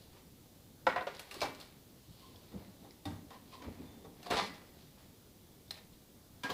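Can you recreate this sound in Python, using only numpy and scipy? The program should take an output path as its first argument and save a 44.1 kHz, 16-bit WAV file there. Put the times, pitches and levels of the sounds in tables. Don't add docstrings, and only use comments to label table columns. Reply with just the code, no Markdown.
import sys
import numpy as np
from scipy import signal
from scipy.fft import rfft, irfft
from scipy.io import wavfile
from scipy.ndimage import uniform_filter1d

SR = 44100
rng = np.random.default_rng(int(sys.argv[2]) if len(sys.argv) > 2 else 0)


def invert_db(x):
    u = np.asarray(x, float) / 20
    return 10 ** u


def generate_wav(signal):
    frames = np.transpose(np.atleast_2d(signal))
    scaled = np.clip(frames, -1, 1) * 32767
    pcm = np.round(scaled).astype(np.int16)
    wavfile.write(sys.argv[1], SR, pcm)


N = 287973


def evened(x):
    return x / np.sqrt(np.mean(x ** 2) + 1e-20)


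def read(points, hz):
    f, value = np.transpose(points)
    return np.interp(np.log(hz + 1), np.log(f + 1), value)


def add(mix, s, sound):
    part = mix[round(s * SR):][:len(sound)]
    part += sound[:len(part)]


def band(x, lo, hi):
    return signal.sosfilt(signal.butter(3, [lo, hi], "band", fs=SR, output="sos"), x)


def coloured(points, patchy_db):
    frames, hz = N // 256 + 5, np.fft.rfftfreq(1024, 1 / SR)
    a, b, patches = rng.standard_normal((frames, 513, 3)).T
    patches = uniform_filter1d(patches, size=10, axis=0)
    patches = evened(uniform_filter1d(patches, size=12, axis=1))
    patches = patchy_db * patches / (1 + hz[:, None] / 2500)
    z = (a + 1j * b) * invert_db(read(points, hz)[:, None] + patches)
    return evened(signal.istft(z, nperseg=1024, noverlap=768)[1][:N])


def swell(s, rise_s, fall_s):
    bend = 0.71
    start = max(s - 2 * rise_s, 0)
    t = np.arange(start - s, 2 * fall_s, 1 / SR)
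    return start, invert_db(-20 * abs(t / np.where(t < 0, rise_s, fall_s)) ** bend)


def room_floor():
    # (frequency [Hz], density [dB per Hz])
    floor_colour = [(20, -35), (35, -14), (60, 1.5), (120, -1), (230, -3), (400, -8), (700, -16),
                    (1300, -23.5), (2600, -25.5), (3600, -21.5), (5500, -23.5), (9000, -26), (15500, -23)]
    return invert_db(-59) * coloured(floor_colour, patchy_db=1.7)


def room():
    # (frequency [Hz], t60 [s])
    decay = [(100, 0.57), (260, 0.91), (700, 0.28), (1840, 0.54), (4850, 0.24), (12000, 0.53)]
    taps = np.zeros(SR // 2 + SR // 4)
    at = np.arange(330, len(taps) - 20, 16)
    taps[at + rng.integers(0, 16, len(at))] = rng.choice([-1., 1.], len(at))
    hz, t, z = signal.stft(taps, SR, nperseg=256)
    tail = signal.istft(z * invert_db(-60 * t / read(decay, hz)[:, None]), SR, nperseg=256)[1]
    return tail / np.linalg.norm(tail)


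def rumble():
    # (time of peak [s], rise [s], fall [s], level [dB])
    heaves = [(2.08, 0.027, 0.18, -64), (2.27, 0.11, 0.03, -65), (2.35, 0.072, 0.046, -57.5),
              (2.548, 0.071, 0.24, -47.5), (2.86, 0.077, 0.1, -55), (3.13, 0.069, 0.13, -51.5),
              (3.33, 0.24, 1, -65.5), (3.689, 0.17, 0.052, -47.5), (3.81, 0.16, 1, -54),
              (4.05, 0.018, 0.18, -61), (4.34, 0.034, 0.14, -42)]
    # (frequency [Hz], density [dB per Hz])
    rumble_colour = [(35, -44), (70, 10), (100, -6), (160, -13), (230, 4), (330, -5), (500, -7.5),
                     (900, -16), (2000, -45)]
    effort = np.zeros(N)
    for s, rise_s, fall_s, peak_db in heaves:
        start, gain = swell(s, rise_s, fall_s)
        add(effort, start, invert_db(peak_db) * gain)
    return effort * band(coloured(rumble_colour, patchy_db=1.5), 62, 2000)


def thumps():
    # (time [s], level [dB], pitch [Hz], t60 [s])
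    blows = [(0.867, -51, 348, 0.23), (1.07, -54, 370, 0.098), (1.363, -30.5, 332, 0.023),
             (1.424, -43, 105, 0.19), (2.083, -41, 113, 0.1), (2.35, -46, 90, 0.081),
             (2.541, -36, 207, 0.14), (2.561, -41.5, 198, 0.12), (2.854, -48, 307, 0.1),
             (3.058, -44, 140, 0.15), (3.056, -37, 288, 0.2), (3.107, -39, 225, 0.1),
             (3.564, -57, 228.6, 0.49), (3.652, -45, 237, 0.13), (3.688, -43, 231, 0.095),
             (3.79, -41, 269, 0.22), (2.543, -41.5, 87, 0.16), (3.664, -43, 85, 0.26),
             (4.046, -36, 436, 0.049), (4.305, -37.5, 382.5, 0.18), (4.419, -39, 196, 0.11),
             (4.494, -31, 260, 0.032), (6.44, -39, 275, 0.18), (6.498, -39.5, 230, 0.14)]
    out, t = np.zeros(N), np.arange(SR // 2) / SR
    for s, peak_db, hz, t60 in blows:
        wobble = evened(band(rng.standard_normal(len(t)), 0.44 * hz, 1.17 * hz))
        shape = invert_db(-60 * t / (t60 + .01)) * (1 - np.exp(-t / .007))
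        add(out, s, invert_db(peak_db) * shape * (np.sin(2 * np.pi * hz * t) + 0.78 * wobble))
    return out


def booms():
    # (time [s], hold [s], fade [s], level [dB], pitch [Hz])
    sways = [
        (3.057, 0.044, 0.046, -40, 93.4),
        (3.125, .02, 0.046, -43, 90.5),
        (3.798, 0.033, .05, -48, 81),
    ]
    # (time [s], hold [s], fade [s], level [dB], pitch [Hz])
    panel_rings = [(.869, 0.0079, 0.028, -32, 860), (.87, 0.0088, 0.041, -36.5, 713),
                   (.869, .01, .06, -36.5, 1411), (.884, 0.0092, .04, -40, 2246),
                   (.962, 0.0074, 0.037, -32, 730), (1.419, 0.0069, 0.034, -35, 870),
                   (1.44, 0.014, 0.022, -35, 799), (1.45, 0.02, .08, -48, 269.4),
                   (3.055, 0.0028, 0.054, -57, 3620), (4.44, .02, .04, -51, 4300),
                   (4.49, 0.017, 0.036, -53.5, 1993), (5.709, .002, 0.027, -53, 4030)]
    out, t = np.zeros(N), np.arange(SR // 4) / SR
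    for s, hold_s, fade_s, level_db, hz in sways + panel_rings:
        shape = (1 - np.exp(-t * hz / 0.5)) * invert_db(-20 * np.maximum(t - hold_s, 0) / fade_s)
        add(out, s, invert_db(level_db) * shape * np.sin(2 * np.pi * hz * t))
    return out


def rubs():
    # (time of peak [s], rise [s], fall [s], fizz level [dB], body relative to fizz [dB])
    strokes = [(0.021, 0.063, 0.19, -64, -7), (0.17, 0.098, 0.12, -66.5, 5.5),
               (1.148, 0.048, 0.074, -56, 3), (1.196, 0.016, 0.035, -54, -7), (1.36, 0.18, 0.28, -52.5, 0),
               (3.334, 0.044, 0.068, -62, 6), (3.65, .015, 0.031, -73, 15), (1.5, 0.033, 0.12, -62, -7),
               (1.612, 0.026, 0.097, -59.5, 3), (2.2, 0.37, 0.95, -62.5, -8), (2.6, 0.23, 0.2, -74, 11),
               (2.87, 0.077, 0.15, -74, -1), (3.542, 0.052, 0.068, -53.5, -5.5),
               (3.625, 0.004, 0.19, -63, 9.5), (3.88, 0.83, 0.75, -71.5, 5.5),
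               (4.268, 0.063, 0.035, -51.5, 1), (4.306, 0.002, 0.088, -42, 7.5),
               (4.345, 0.018, .04, -49, 6), (4.379, 0.055, 0.05, -40.5, 0), (4.408, .03, .06, -47.5, 4.5),
               (4.44, 0.017, 0.054, -53, 1), (4.462, .02, 0.063, -51, -9), (3.057, 0.0052, 0.071, -56, 5),
               (4.54, 0.057, 0.27, -63, 6), (4.812, 0.17, 0.37, -67, -7), (4.985, 0.012, 0.23, -69, 4),
               (5.735, 0.044, .06, -57, -6), (5.785, 0.06, 0.044, -57.5, 0.5),
               (0.895, 0.019, 0.065, -51, 12), (5.934, .015, 0.083, -66, -7), (6.45, 0.013, 0.13, -58, 12),
               (6.52, 0.072, 0.074, -47, -2)]
    slips_per_s, spread_db, top_db = 1800, 4.2, -8.5
    slips = invert_db(spread_db * np.minimum(rng.exponential(1, N), 3.5))
    slips = slips * (rng.random(N) < slips_per_s / SR)
    slips = evened(slips * rng.standard_normal(N)) + 1.24 * rng.standard_normal(N)
    low, mid = evened(band(slips, 480, 990)), evened(band(slips, 1150, 2400))
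    fizz, top = evened(band(slips, 2700, 4980)), evened(band(slips, 6500, 10800))
    body = evened(low + invert_db(-1.0) * mid)
    speed, weight = np.zeros(N), np.zeros(N)
    for s, rise_s, fall_s, fizz_db, body_db in strokes:
        start, gain = swell(s, rise_s, fall_s)
        add(speed, start, invert_db(fizz_db) * gain)
        add(weight, start, invert_db(fizz_db + body_db) * gain)
    return speed * (fizz + invert_db(top_db) * top) + weight * body


def ticks():
    # (time [s], level [dB], pitch [Hz], t60 [s])
    touches = [(1.168, -43, 4230, 0.0044), (1.183, -50, 2920, 0.011), (1.194, -41.5, 2420, 0.022),
               (1.3116, -39, 2120, 0.0062), (1.5484, -53, 3000, 0.009), (1.612, -44, 3980, 0.014),
               (2.359, -50, 4000, 0.016), (2.908, -46.5, 4560, 0.0045), (3.621, -54.5, 4780, 0.02),
               (4.2302, -49, 2740, 0.015), (5.68, -58, 4130, 0.021), (5.708, -40, 4000, 0.0086),
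               (5.7184, -61, 4130, 0.01), (5.756, -49, 3200, 0.01), (5.776, -51, 2100, 0.011),
               (5.7875, -50, 2430, 0.01), (5.934, -61, 4400, 0.01)]
    out, t = np.zeros(N), np.arange(SR // 20) / SR
    for s, peak_db, hz, t60 in touches:
        spread, phase = rng.random((2, 12, 1))
        tick = np.sin(2 * np.pi * (hz * (0.748 + 0.642 * spread) * t + phase)).sum(0)
        tick = tick * invert_db(-60 * t / (t60 + 0.0026)) * (1 - np.exp(-t / 0.00072))
        add(out, s, invert_db(peak_db + 3.5) * tick / abs(tick).max())
    return out


def snaps():
    # (time [s], level [dB], low edge [Hz], high edge [Hz], t60 [s])
    clicks = [(1.149, -45, 4000, 9100, 0.025), (1.195, -34, 4500, 13600, 0.046),
              (1.548, -44, 3000, 8000, 0.034), (2.907, -55.5, 1870, 2380, 0.033),
              (4.261, -48, 500, 9000, .03), (4.358, -36, 800, 6000, 0.012), (4.399, -32, 800, 5970, 0.006),
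              (1.4188, -25, 3560, 6630, 0.0088), (3.621, -44, 1500, 5500, 0.03),
              (4.047, -53, 296, 1200, 0.048), (5.7079, -28, 3380, 5200, 0.0083),
              (5.7097, -31, 1500, 15200, 0.032), (5.718, -45, 5000, 14000, .02),
              (6.5, -39, 14200, 15400, .03)]
    out, t = np.zeros(N), np.arange(SR // 20) / SR
    for s, peak_db, low_hz, high_hz, t60 in clicks:
        puff = band(rng.standard_normal(len(t)) * invert_db(-60 * t / t60), low_hz, high_hz)
        add(out, s, invert_db(peak_db) * puff / abs(puff).max())
    return out


def stick_slip(rows, waver, half_db, third_db):
    out = np.zeros(N)
    for s, rise_s, fall_s, level_db, hz in rows:
        start, gain = swell(s, rise_s, fall_s)
        gain = gain[:SR]
        drift, flutter = (evened(uniform_filter1d(v, size=300))[:len(gain)]
                          for v in rng.standard_normal((2, SR)))
        turn = 2 * np.pi * np.cumsum(hz * (1 + waver * drift)) / SR
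        tone = np.sin(turn) + invert_db(half_db) * np.sin(turn / 2) + invert_db(third_db) * np.sin(3 * turn)
        level = invert_db(level_db + 8.5 + 3.5 * np.clip(flutter, -3, 1.5))
        add(out, start, level * gain * tone)
    return out


def hinge_squeaks():
    # (time of peak [s], rise [s], fall [s], level [dB], pitch [Hz])
    squeak_rows = [
        (2.245, 0.05, 0.085, -63.5, 1053),
        (2.35, .04, 0.11, -70, 1024),
        (3.315, .01, 0.054, -58, 1056),
        (3.37, 0.081, 0.11, -66, 1042),
        (3.53, 0.0098, 0.032, -59.5, 1046),
        (3.555, 0.035, 0.01, -56, 1030),
        (3.585, 0.014, 0.05, -60, 1073),
        (3.62, 0.033, 0.016, -60.5, 1020),
        (3.645, 0.014, 0.04, -62.5, 1150),
    ]
    return stick_slip(squeak_rows, waver=.03, half_db=-30, third_db=-12)


def spring_whine():
    # (time of peak [s], rise [s], fall [s], level [dB], pitch [Hz])
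    whine_rows = [
        (3.86, 0.1, 0.46, -76, 3545),
        (3.54, 0.04, 0.043, -68, 2500),
        (3.79, 0.026, 0.032, -73, 2500),
        (4.5, 0.024, 0.049, -76, 3500),
    ]
    return stick_slip(whine_rows, waver=.005, half_db=-6, third_db=-40)


def knocks(rows, modes, top_db, ring_db, crack_db, crack_s, chatter_s):
    centres = [900, 2100, 4300, 10000]
    out, t = np.zeros(N), np.arange(SR // 4) / SR
    hz, mode_db, mode_t60 = np.transpose(modes)
    mode_t60 = np.clip(mode_t60, .03, np.minimum(.25, 360 / hz))
    rings = invert_db(-60 * t / mode_t60[:, None]) * np.sin(2 * np.pi * hz[:, None] * t)
    crowd_hz = np.fft.rfftfreq(len(t), 1 / SR)
    crowd = invert_db(read([(150, -9.0), (450, 2.0), (1200, -0.5), (9000, -14.0), (16000, -20.5)], crowd_hz))
    shares, crowd_shares = (np.array([read(list(zip(centres, row)), f) for row in np.eye(len(centres))])
                            for f in (hz, crowd_hz))
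    centre_hz = np.array(centres)[:, None]
    for s, peak_db, mid_db, high_db, t60 in rows:
        luck, contacts = rng.standard_normal(len(hz)), rng.random((2, 1500))
        strike = np.sign(luck) * invert_db(ring_db + mode_db + 2 * luck)
        clatter = irfft(rfft(rng.standard_normal(len(t))) * crowd * crowd_shares, len(t))
        clatter = clatter * invert_db(-60 * t / 0.87)
        chatter = (contacts[0] < .02) * (contacts[1] - .5) * 0.63
        chatter = chatter * np.exp(-t[:1500] / chatter_s)
        chatter[0] = 1
        fade = invert_db(-60 * t / (t60 * (centre_hz / 2000) ** -.15 + 0.017))
        fade = fade + invert_db(crack_db) * np.exp(-t / crack_s)
        rise = 1 - np.exp(-t * centre_hz / 3.5)
        parts = ((shares * strike) @ rings + clatter) * fade * rise
        parts = signal.fftconvolve(parts, chatter[None], axes=1)
        peaks = invert_db(peak_db + np.array([0, mid_db, high_db, high_db + top_db])) / abs(parts).max(1)
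        add(out, s, peaks @ parts)
    return out




def rack_knocks():
    # (time [s], level [dB], mid [dB], high [dB], t60 [s])
    blows = [
        (6.434, -37, 6, 3.5, 0.17),
        (6.443, -40, 8, -10, 0.63),
        (6.493, -32.5, -16, -10, 0.32),
        (6.501, -36, -10, 3.5, 0.047),
        (6.513, -34, -12, -10, 0.13),
    ]
    # (pitch [Hz], level [dB], t60 [s])
    modes = [(500, -8, 0.057), (730, -10, .1), (992, -1.5, 0.14), (1130, -10, 0.09), (1390, -13, .15),
             (1628, 0.5, 0.24), (1850, -13, 0.09), (2364, -8, 0.23), (2970, -11, .06), (3200, -20, .13),
             (3220, -9, 0.21), (3540, -11, .1), (4130, -20, 0.22), (4870, -22, .054)]
    return knocks(blows, modes, top_db=-6.5, ring_db=-6.5, crack_db=-27, crack_s=.004, chatter_s=0.022)


def door_knocks():
    # (time [s], level [dB], mid [dB], high [dB], t60 [s])
    blows = [
        (2.519, -54.5, -4, -7, 0.8),
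        (2.845, -51, -16, -9, 0.5),
        (3.054, -36.5, -8.5, -1.5, 0.99),
        (3.305, -45.5, -4.5, -3.5, 0.72),
        (3.527, -57, -6, -8, 0.33),
        (3.623, -56, -20, -14, 0.19),
        (4.048, -49, -8, -12, 0.58),
    ]
    # (pitch [Hz], level [dB], t60 [s])
    modes = [(781, 2, 0.48), (920, -11, 0.45), (1115, -4, 0.12), (1400, -39, 5.0), (1780, -18, 0.47),
             (1920, -5.5, 1.7), (2200, -31, 0.15), (2800, -39, 5.0), (3180, -26, 0.42), (3650, -1, 0.1),
             (4290, -14, 0.16), (4506, -49, 5.0), (4660, -19, 0.17), (5200, -17, 0.29)]
    return knocks(blows, modes, top_db=-2.5, ring_db=-7.0, crack_db=8.0, crack_s=0.004, chatter_s=0.0094)


def door_stop():
    # (time [s], level [dB], mid [dB], high [dB], t60 [s])
    blows = [
        (4.229, -52, -1, 7, 0.21),
        (4.261, -38, -17, -9, 0.31),
        (4.302, -27.5, -17, -7.5, 0.39),
        (4.309, -26, -4, -4, 0.3),
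        (4.331, -34, 3, -8, 0.23),
    ]
    # (pitch [Hz], level [dB], t60 [s])
    modes = [(448, -1.5, 1.1), (710, -0.5, 5.0), (1040, -8, 0.54), (1140, -7, 5.0), (1734, -8, 3.4),
             (2770, -6, 0.25), (2880, -13, 0.21), (3200, -35, 5.0), (3460, -24, 0.13), (3500, -29, 5.0),
             (4000, -14, 0.085), (4500, -22, 5.0), (4940, -13, 0.043), (5650, -13, 0.45)]
    return knocks(blows, modes, top_db=-1.0, ring_db=-11, crack_db=6.5, crack_s=0.0029, chatter_s=0.026)


def door_rebound():
    # (time [s], level [dB], mid [dB], high [dB], t60 [s])
    rebounds = [
        (4.355, -31, -3, -4, 0.13),
        (4.369, -30.5, -1, 4, 0.34),
        (4.386, -29, -3, -1, 0.084),
        (4.407, -39, 3, 4, 0.16),
        (4.425, -42, -12, 4, 0.26),
        (4.455, -50, -18, 10, 0.2),
        (4.496, -55, -5, 7, 0.12),
        (4.544, -57.5, -17, 10, 0.35),
    ]
    # (time [s], level [dB], mid [dB], high [dB], t60 [s])
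    touches = [
        (4.322, -43, 0, -6, .06),
        (4.339, -37, -6, -8, 0.066),
        (4.376, -29, -2, -3, .06),
        (4.396, -32.5, 7, 0, 0.052),
        (4.41, -43, -6, 1, 0.055),
        (4.438, -47, 4, -3, .08),
    ]
    # (pitch [Hz], level [dB], t60 [s])
    modes = [(550, -11, 0.61), (800, -1.5, 0.35), (1000, -4, 0.13), (1183, -5.5, 0.15), (1830, -13, 5.0),
             (1980, -33, 5.0), (2280, -8, 0.25), (2590, -16, 0.21), (3220, -16, 0.2), (3760, -13, 0.12),
             (3990, -14, 5.0), (4340, -15, 0.39), (4700, -24, 5.0), (5100, -14, 0.18)]
    out = knocks(rebounds, modes, top_db=-13, ring_db=-8.5, crack_db=8.0, crack_s=0.0025, chatter_s=0.025)
    return out + knocks(touches, modes, top_db=-15, ring_db=-10, crack_db=12, crack_s=0.0018, chatter_s=0.0032)


def tray_lifts():
    # (time [s], level [dB], mid [dB], high [dB], t60 [s])
    blows = [
        (5.708, -46.5, 7.3, 9.5, 0.11),
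    ]
    # (pitch [Hz], level [dB], t60 [s])
    modes = [(620, 4, 0.097), (800, 6, 0.19), (2020, -12, 5.0), (2880, -17, 0.13), (3620, -10, 5.0),
             (4040, 1, 0.28), (4160, -2, 0.12), (5216, -18, 0.56)]
    return knocks(blows, modes, top_db=-6, ring_db=-7, crack_db=17, crack_s=0.0021, chatter_s=0.0032)


def tray_settles():
    # (time [s], level [dB], mid [dB], high [dB], t60 [s])
    blows = [
        (1.193, -47.5, 4, 5, 0.23),
        (1.311, -45, 2, 3.7, 0.13),
        (1.341, -43.5, -12, 1, 0.26),
        (1.6, -55.5, 1, 8.9, 0.26),
    ]
    # (pitch [Hz], level [dB], t60 [s])
    modes = [(823, -7, 0.091), (1480, -15, 0.29), (2060, -14, 0.68), (2540, -12, 0.21), (2800, -8, 0.94),
             (3180, -32, 0.26), (3000, -28, 0.11), (4000, -27, 0.59), (4400, -12, 0.18), (4500, -13, 0.26)]
    return knocks(blows, modes, top_db=3.0, ring_db=-6.0, crack_db=0.0, crack_s=0.004, chatter_s=0.016)


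def tray_clanks():
    # (time [s], level [dB], mid [dB], high [dB], t60 [s])
    blows = [
        (1.406, -54.5, 9, 22, 0.065),
        (1.4155, -28, -4, 0.5, 0.17),
        (1.431, -27, -6.5, -5, 0.14),
        (1.452, -32.5, -2.5, -10, 0.33),
    ]
    # (time [s], level [dB], mid [dB], high [dB], t60 [s])
    weight = [
        (1.421, -24.5, -9, -9, 0.075),
        (1.427, -29, -6, -8, 0.069),
        (1.44, -35.5, -5, -11, 0.18),
        (1.484, -44, -9, -1, .15),
    ]
    # (pitch [Hz], level [dB], t60 [s])
    modes = [(483, -10, 0.05), (617, 3, 0.036), (830, -4, 0.071), (926, -11, 0.16), (1020, -9, 0.27),
             (1160, -8, 0.11), (1446, -11, .25), (1568, -12, .17), (2323, -5, 0.087), (2680, -13, 0.12),
             (3560, -27, .19), (3955, -25, 0.21), (4310, -16, .22), (5000, -16, 0.08)]
    out = knocks(blows, modes, top_db=-4.0, ring_db=-5.5, crack_db=2.0, crack_s=0.0025, chatter_s=0.0042)
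    return out + knocks(weight, modes, top_db=-8, ring_db=-2, crack_db=13, crack_s=0.0037, chatter_s=.005)


def tray_rocks():
    # (time [s], level [dB], mid [dB], high [dB], t60 [s])
    blows = [
        (1.069, -28, -7, -12.5, 0.28),
    ]
    # (pitch [Hz], level [dB], t60 [s])
    modes = [(407, -6.5, 0.28), (557, 5.5, 0.069), (699, 1, 0.053), (833, -8, 0.16), (943, -1.5, 0.073),
             (1430, -10, 0.22), (1766, -27, 0.13), (1980, -16, .1), (2280, -23, .15), (2830, -14, .15),
             (3350, -20, .2), (3760, -15, .04)]
    return knocks(blows, modes, top_db=-12, ring_db=-2.0, crack_db=-3, crack_s=0.0054, chatter_s=0.0036)


def tray_bounces():
    # (time [s], level [dB], mid [dB], high [dB], t60 [s])
    blows = [
        (0.960, -25, -4, -15, 0.19),
        (1.008, -31.5, -4.5, -15, 0.078),
        (1.02, -39.5, -8, -9, 0.13),
    ]
    # (time [s], level [dB], mid [dB], high [dB], t60 [s])
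    weight = [
        (0.964, -29, -6, -24, 0.19),
        (0.976, -31, -0.5, -24, .15),
    ]
    # (pitch [Hz], level [dB], t60 [s])
    modes = [(433, -11, 0.088), (722, 7, 0.077), (1022, 1, 0.15), (1502, -0.5, 0.1), (1907, -9, 0.19),
             (2430, -24, 0.23), (2720, -23, 0.15), (3128, -23, 1.7), (3461, -45, 5.0), (4100, -12, 0.087),
             (4420, -18, 0.069), (4700, -27, 0.12)]
    out = knocks(blows, modes, top_db=-13, ring_db=-7.5, crack_db=-1.0, crack_s=0.006, chatter_s=0.0054)
    return out + knocks(weight, modes, top_db=-15, ring_db=-7, crack_db=-2, crack_s=.004, chatter_s=0.0068)


def tray_lands():
    # (time [s], level [dB], mid [dB], high [dB], t60 [s])
    blows = [
        (0.867, -18.5, -2, -11.5, 0.38),
        (0.925, -42, 8, -16, 0.12),
    ]
    # (time [s], level [dB], mid [dB], high [dB], t60 [s])
    weight = [
        (0.8705, -17.5, -5, -22, 0.2),
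        (0.879, -35, -11, -13, 0.25),
        (0.899, -38, 12, -16, 0.12),
    ]
    # (pitch [Hz], level [dB], t60 [s])
    modes = [(407, -12, .25), (528, 3, 0.28), (713, 6, 0.092), (872, 10.5, 0.049), (985, -2, 0.12),
             (2390, -21, 0.11), (1360, -2.5, 0.16), (1467, 1, 0.13), (1710, -6.5, 0.23), (1910, -5.5, .2),
             (2190, -19, 0.23), (2710, -36, 0.15), (3430, -15, .2), (3750, -16, .15)]
    out = knocks(blows, modes, top_db=-12.0, ring_db=-7.5, crack_db=11.0, crack_s=0.0033, chatter_s=0.0024)
    return out + knocks(weight, modes, top_db=-15, ring_db=-9, crack_db=7, crack_s=0.0036, chatter_s=0.0083)


def microphone(sound):
    # (frequency [Hz], gain [dB])
    response = [(40, -9), (90, -2), (1100, -1.5), (1500, -4), (2100, -2), (2700, -4.5), (3900, -0.5),
                (5500, -3.5), (7000, -6.5), (15000, -6.5)]
    return irfft(rfft(sound) * invert_db(read(response, np.fft.rfftfreq(N, 1 / SR))), N)


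def scene():
    background = room_floor() + rumble()
    near = thumps() + booms() + rubs() + ticks() + snaps()
    near = near + hinge_squeaks() + spring_whine()
    near = near + rack_knocks()
    near = near + door_knocks() + door_stop() + door_rebound()
    near = near + tray_lifts() + tray_settles() + tray_clanks()
    near = near + tray_rocks() + tray_bounces() + tray_lands()
    echoes = invert_db(-7.5) * signal.fftconvolve(near, room())[:N]
    mono = microphone(near + echoes) + background
    return np.array([mono, mono])


def low_pass(x):
    return signal.sosfilt(signal.butter(12, 16450, fs=SR, output="sos"), x)


def record(dry):
    trace = invert_db(-87.5) * evened(band(rng.standard_normal(N), 7200, 10500))
    trace = trace + invert_db(-90.5) * evened(band(rng.standard_normal(N), 10500, 15000))
    trace = trace + invert_db(-25.5) * np.roll(band(dry[0], 1260, 3300), shift=200)
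    trace = trace + invert_db(-25) * band(dry[0], 5000, 13000)
    both = dry + np.array([-trace, trace])
    edge = signal.firwin(511, 15560, fs=SR)[None]
    limited = signal.oaconvolve(both, edge, "same", axes=1)
    return low_pass(limited + invert_db(-41) * (both - limited))


dry = scene()
out = record(dry)
generate_wav(out)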